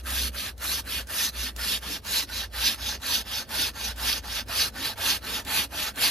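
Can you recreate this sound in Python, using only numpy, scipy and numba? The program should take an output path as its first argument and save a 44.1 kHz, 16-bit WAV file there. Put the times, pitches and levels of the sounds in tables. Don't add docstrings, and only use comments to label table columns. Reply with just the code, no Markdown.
import sys
import numpy as np
from scipy import signal
from scipy.fft import rfft, irfft
from scipy.io import wavfile
from scipy.ndimage import uniform_filter1d, map_coordinates
from numba import njit

SR = 44100
rng = np.random.default_rng(int(sys.argv[2]) if len(sys.argv) > 2 else 0)


def volts_from_decibels(level):
    exponent = np.asarray(level, float) / 20
    return 10 ** exponent


def wav_out(sig):
    wavfile.write(sys.argv[1], SR, np.round(np.clip(np.atleast_2d(sig).T, -1, 1) * 32767).astype(np.int16))


N = 269010
HZ = np.arange(N // 2 + 1) * SR / N


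def unit(x):
    return x / np.sqrt(np.mean(x ** 2))


def along(table, index=1):
    t = np.array(table, float)
    return np.interp(np.log(HZ + 1), np.log(t[:, 0]), t[:, index])


def over_time(table, t):
    s, *columns = np.transpose(table)
    return [np.interp(t, s, c) for c in columns]


def walk(rate):
    k = int(SR / rate)
    held = np.repeat(rng.standard_normal(N // k + 1), k)
    return 1.2 * uniform_filter1d(uniform_filter1d(held, k), k)[:N]


@njit
def svf(x, hz, width):
    y, b, l = np.empty(len(x)), 0., 0.
    for i in range(len(x)):
        g, k = np.tan(np.pi * hz[i] / SR), width / hz[i]
        v = (b + g * (x[i] - l)) / (1 + g * (g + k))
        b, l, y[i] = 2 * v - b, l + 2 * g * v, k * v
    return y


def ring(force, modes, drift, flicker_db, centre_hz=None):
    hz, width, db = np.transpose(modes)
    if centre_hz is not None:
        db = db[:, None] - 6.65 * np.log2(hz[:, None] / centre_hz) ** 2
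        db = db - 10 * np.log10(np.sum(width[:, None] * volts_from_decibels(2 * db), axis=0))
    total = np.zeros(N)
    for k in range(len(hz)):
        level = volts_from_decibels(db[k] + flicker_db * walk(60))
        total += (-1) ** k * level * svf(force, hz[k] * (1 + drift * walk(12)), width[k])
    return unit(total)


def flecks(force, modes_hz, centre_hz):
    total = np.zeros(N)
    for f in modes_hz:
        level = volts_from_decibels(4.5 * walk(45) - 12 * np.log2(f / centre_hz) ** 2)
        total += level * svf(force, f * (1 + .015 * walk(8)), 40 + .01 * f)
    return unit(total)


def saw():
    t = np.arange(N) / SR
    bite, trunk_level, chip_level, sway, low_gain, free_hz, speed = controls(t)
    heard = []
    for _ in range(2):
        force = tearing(speed, gate=.5, grit_db=1.1)
        cut = volts_from_decibels(2.0) * bite * blade(force, free_hz)
        cut += volts_from_decibels(-1.63) * trunk_level * trunk(force, free_hz, low_gain)
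        cut += volts_from_decibels(7.5) * chip_level * chips(force)
        heard.append(cut + volts_from_decibels(0.5) * sway * limb())
    return heard[0] + hum(t, speed), heard[1]


def tearing(speed, gate, grit_db):
    teeth_hz = 507
    tooth = np.cumsum(teeth_hz * speed * (1 + .25 * walk(150)) / SR) % 1
    burst = 1 - gate + gate * np.exp(-tooth / 0.35)
    grit = volts_from_decibels(grit_db * rng.exponential(size=N))
    return unit(burst * volts_from_decibels(0.79 * walk(120)) * grit * rng.standard_normal(N))


# (pitch [Hz], width [Hz], level [dB])
BLADE_RINGS = [(2335, 930, -4.5), (3564, 760, -1), (3985, 340, 1), (4410, 990, 0.5), (5290, 414, -1),
               (5610, 525, -2), (6190, 790, -2.5), (6540, 380, -5.5)]
STEEL_FLECKS = [2480, 2750, 3160, 3460, 3900, 4130, 4370, 4600, 4880, 5150, 5880, 6470]


def blade(force, free_hz):
    return ring(force, BLADE_RINGS, 0.025, 1.88, free_hz) + volts_from_decibels(-6.5) * flecks(force, STEEL_FLECKS, free_hz)


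# (pitch [Hz], width [Hz], level [dB])
TRUNK_RINGS = [(602, 250, -12.5), (859, 120, -2), (1233, 310, -8.5), (1517, 103, 2), (1739, 290, -6)]
GRAIN_FLECKS = [660, 820, 915, 1340, 1530, 1600, 1800]


def trunk(force, free_hz, low_gain):
    wood = ring(force, TRUNK_RINGS, 0.027, 2.0) + volts_from_decibels(-7) * flecks(force, GRAIN_FLECKS, free_hz / 3.2)
    low_ring_hz, low_ring_width_hz = 870., 300.
    return wood + (low_gain - 1) * svf(wood, np.full(N, low_ring_hz), low_ring_width_hz)


# (pitch [Hz], level [dB])
CHIP_COLOUR = [(5000, -30), (7000, -2), (8000, 0), (9600, -2), (11500, 0), (13000, -2), (15500, -3),
               (17000, -10)]
# (pitch [Hz], width [Hz], level [dB])
WHISTLES = [(8400, 150, 0), (8820, 250, -2)]


def chips(force):
    hiss = unit(irfft(rfft(force) * volts_from_decibels(along(CHIP_COLOUR)), N))
    return hiss + volts_from_decibels(-5) * ring(force, WHISTLES, .002, 1.2)


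# (pitch [Hz], width [Hz], level [dB])
LIMB_RINGS = [(125, 46, -4.5), (204.6, 26, 1.5), (259.3, 34.7, 2), (520, 244, -8)]


def limb():
    return ring(rng.standard_normal(N), LIMB_RINGS, 0.047, 1.57)


def stroke(row, rule, shares):
    on, top, off, top_db, hz = row
    attack, release, on_db, off_db, swell_db, low = rule
    rest_db = -73
    s = [on - attack, on, (on + top) / 2, top, off, off + release]
    db = [rest_db, on_db, (on_db + top_db) / 2 + swell_db, top_db, off_db, rest_db]
    return np.array([s, db, *shares, hz * np.array([low, low, (1 + low) / 2, 1, 1, 1])])


# (teeth bite [s], hardest [s], teeth let go [s], hardest level [dB], blade pitch there [Hz])
PULL_STROKES = [(.070, .224, .282, -31, 4300), (.621, 0.742, 0.8, -30, 4440),
                (1.102, 1.249, 1.293, -26.5, 4460), (1.589, 1.74, 1.778, -27, 4420),
                (2.063, 2.18, 2.237, -24.5, 4380), (2.548, 2.677, 2.747, -23.5, 4070),
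                (3.031, 3.154, 3.214, -23.5, 4250), (3.508, 3.626, 3.693, -25, 4190),
                (3.986, 4.101, 4.184, -25, 4100), (4.496, 4.624, 4.684, -24.5, 3800),
                (4.99, 5.108, 5.17, -24, 3820), (5.478, 5.588, 5.648, -24.5, 3520),
                (5.979, 6.046, 6.15, -23.5, 3300)]
# (teeth bite [s], hardest [s], teeth let go [s], hardest level [dB], blade pitch there [Hz])
PUSH_STROKES = [(-.15, -.08, -.018, -34, 3800), (.35, 0.408, .49, -35.5, 3420),
                (.871, 0.948, 1.01, -32, 3220), (1.346, 1.444, 1.492, -32, 4110),
                (1.828, 1.935, 1.97, -33, 3800), (2.297, 2.39, 2.445, -31, 4100),
                (2.789, 2.89, 2.953, -30.5, 4210), (3.268, 3.383, 3.424, -30, 4330),
                (3.761, 3.861, 3.914, -31.5, 4220), (4.25, 4.374, 4.409, -31.5, 4080),
                (4.759, 4.872, 4.92, -31, 4200), (5.239, 5.345, 5.401, -33.5, 3710),
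                (5.731, 5.83, 5.895, -31.5, 3697)]
# (attack [s], release [s], bite level [dB], let-go level [dB],
# swell half way up [dB], pitch share at the bite [0-1])
PULL_SHAPE = (.056, .045, -41, -36, 2, 0.9)
PUSH_SHAPE = (.06, .054, -45, -37.5, 3.0, 0.98)
# (at rest [dB], bite [dB], half way up [dB],
# hardest [dB], let go [dB], rest again [dB])
PULL_MIX = [(2, 3.5, -5.5, -11.5, -5.5, -1.5), (-6.5, -6, -7, -10.5, -9, -10)]
PUSH_MIX = [(0, 3, -6.5, -9.5, -1, 2), (-9, -7.5, -10.5, -10, -11.5, -7.5)]
# (time [s], trunk gain [dB], chip gain [dB], limb gain [dB], low trunk ring gain [dB])
DEEPENING = [(0, 2, 2.5, 1.5, -5), (1.0, 0, 2, -.5, -5), (2.6, -2, -2, -2.5, .5), (3.6, -1, -1.5, -.5, 2.5),
             (4.6, 1, -1, 0, 1.5), (6.1, 2.5, 2.5, 1.5, 3.5)]


def controls(t):
    strokes = [stroke(k, PULL_SHAPE, PULL_MIX) for k in PULL_STROKES]
    strokes += [stroke(k, PUSH_SHAPE, PUSH_MIX) for k in PUSH_STROKES]
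    strokes.sort(key=lambda k: k[0, 1])
    ms = t[::44]
    each = np.array([[np.interp(ms, k[0], c) for c in k[1:]] for k in strokes])
    loudest = each[:, :1].argmax(axis=0)[None]
    lead = uniform_filter1d(np.take_along_axis(each, loudest, axis=0)[0], size=5, axis=1)
    bite_db, trunk_db, chip_db, free_hz = (np.interp(t, ms, c) for c in lead)
    deep_trunk, deep_chip, deep_limb, low_db = over_time(DEEPENING, t)
    sway_db = -49.5 + 0.3 * (bite_db + 40) + deep_limb + 1.8 * walk(25)
    halts = [(a[0, -1] + b[0, 0]) / 2 for a, b in zip(strokes, strokes[1:])]
    turns = [strokes[0][0, 0]] + halts + [strokes[-1][0, -1]]
    speed = np.abs(np.sin(np.pi * np.interp(t, turns, np.arange(len(turns)))))
    trunk_db = bite_db + trunk_db + deep_trunk
    chip_db = bite_db + chip_db + deep_chip
    return *volts_from_decibels([bite_db, trunk_db, chip_db, sway_db, low_db]), free_hz, speed


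# (time [s], length [s], pitch at full speed [Hz], level [dB])
TOOTH_HUMS = [
    (4.85, .1, 480, -53),
    (5.3, .14, 470, -50),
    (5.815, .09, 620, -50),
]


def hum(t, speed):
    waver = speed ** .6 * (1 + .02 * walk(40))
    total = np.zeros(N)
    for at, length, hz, db in TOOTH_HUMS:
        swell = volts_from_decibels(db + 1.5 * walk(30)) * np.exp(-(2 * (t - at) / length) ** 4)
        total += swell * np.sqrt(2) * np.sin(2 * np.pi * np.cumsum(hz * waver) / SR)
    return total


# (pitch [Hz], left leads [rad], left minus right [dB], likeness [0-1])
PORT_DIFFERENCES = [(100, 0, 0, .98), (500, -.4, -2, .9), (1000, .3, -2, .9), (1600, -.4, -3, .85),
                    (2000, 0, 0, .99), (3200, 1.3, -2, .75), (4300, .3, -1.5, .75), (5000, 1.0, -3, .65),
                    (5500, -.9, -4, .5), (6300, -.15, 0, .95), (7100, -1.5, 2.5, .7), (8250, -3.14, 0, .93),
                    (12100, -6.28, 0, .93), (15400, -9.42, 0, .95)]


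def ports(direct, scattered):
    like = np.clip(along(PORT_DIFFERENCES, index=3), 0, 1)
    shading = volts_from_decibels(along(PORT_DIFFERENCES, index=2) / 2)
    half = shading * np.exp(.5j * along(PORT_DIFFERENCES, index=1))
    shared = np.sqrt((1 + like) / 2) * rfft(direct)
    unlike = np.sqrt((1 - like) / 2) * rfft(scattered)
    return np.array([irfft((shared + unlike) * half, N), irfft((shared - unlike) / half, N)])


# (time [s], peak level [dB])
TOOTH_CATCHES = [(0.0483, -42), (0.5791, -31.5), (1.071, -29), (1.5628, -22), (2.049, -27), (2.534, -32),
                 (3.0184, -30), (3.492, -26), (3.9609, -30), (4.2405, -37), (4.4842, -27), (4.9776, -26),
                 (5.449, -26.5), (5.9584, -27)]


def catches():
    t = np.arange(N) / SR
    burst = np.zeros(N)
    for at, db in TOOTH_CATCHES:
        since = np.abs(t - at)
        fade = np.exp(-since / 0.0046) + 0.49 * np.exp(-since / .025)
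        burst += (t > at) * volts_from_decibels(db - 14.5) * fade
    mid, side = rng.standard_normal((2, N)) * burst
    return np.array([svf(mid + k * side, np.full(N, 4500.), 14000.) for k in (.6, -.6)])


# (time [s], pitch [Hz], level [dB])
ENGINE = [(0, 62.5, -37.5), (0.249, 62.6, -32.5), (.44, 61, -49), (.6, 58.44, -43.5), (1.15, 59.95, -53),
          (1.41, 59.04, -35), (1.53, 59.9, -47), (1.9, 57.95, -45), (2.07, 56.96, -59),
          (2.14, 57.13, -43.5), (2.6, 57.4, -42), (2.9, 60.03, -44), (3.3, 58.25, -53.5), (4.04, 57.4, -40),
          (4.5, 57.15, -46), (4.8, 58, -57), (5.5, 60.95, -46), (6.1, 62, -46.5)]


def drone():
    hz, db = over_time(ENGINE, np.arange(N) / SR)
    hz = hz * (1 + .03 * walk(11) * np.clip((-38 - db) / 8, 0, 2))
    level = volts_from_decibels(db + 2.52 * walk(14) * np.clip((-33 - db) / 9, 0, 1.4))
    tone = np.sqrt(2) * np.sin(2 * np.pi * np.cumsum(hz) / SR) * level
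    return tone * (1 + 0.081 * walk(9) * np.array([[1], [-1]]))


# (pitch [Hz], level [dB per Hz])
AIR_COLOUR = [(20, -23), (45, 3), (90, 7), (160, -18), (600, -14), (1500, -37), (4000, -41), (9000, -54),
              (16000, -72)]


def garden():
    mid, side = rfft(rng.standard_normal((2, N))) * volts_from_decibels(along(AIR_COLOUR))
    side = side * np.clip(0.16 + HZ / 1500, 0, 1)
    return unit(irfft(np.array([mid + side, mid - side]), N)) * volts_from_decibels(-47 + 1.8 * walk(1.65))


def scene():
    left, right = ports(*saw())
    lag = .08 * walk(14) + .04 * walk(1.5)
    right = map_coordinates(right, [np.arange(N) + lag], order=5, mode="nearest")
    return np.array([left, right]) + catches() + drone() + garden()


def joint(x, mid_db, side_db):
    hz, _, (mid, side) = signal.stft([x[0] + x[1], x[0] - x[1]], SR, nperseg=2048)
    bands, bins = 64, 16

    def band_power(v):
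        power = (abs(v[1:]) ** 2).reshape(bands, bins, v.shape[1])
        return np.repeat(power.mean(axis=1), bins, axis=0)

    m, s = band_power(mid), band_power(side)
    loud_db = 10 * np.log10((m + s)[200:].sum(axis=0) + 1e-12)
    steady = (loud_db > np.median(loud_db) - 17) & (np.abs(np.gradient(loud_db)) < 8)
    waver_db = 3 * rng.standard_normal((bands, 1)) * rng.standard_normal(m[:bands].shape)
    waver = volts_from_decibels(np.repeat(waver_db, bins, axis=0))
    f = hz[1:, None]
    mid[1:][steady & (m < s * waver * volts_from_decibels(2 * mid_db)) & (f > 6500)] = 0
    side[1:][steady & (s < m * waver * volts_from_decibels(2 * side_db - 15 * (f < 9000))) & (f > 1500)] = 0
    mid, side = signal.istft([mid, side], SR, nperseg=2048)[1][:, :N]
    return np.array([mid + side, mid - side]) / 2


def band_limit(x):
    return signal.sosfilt(signal.butter(12, 15760, fs=SR, output="sos"), x)


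def record(dry):
    top_cut = signal.ellip(8, .2, 70, 15800, fs=SR, output="sos")
    mix = joint(signal.sosfilt(top_cut, dry), mid_db=-5, side_db=-5.0)
    return band_limit(mix)


dry = scene()
out = record(dry)
wav_out(out)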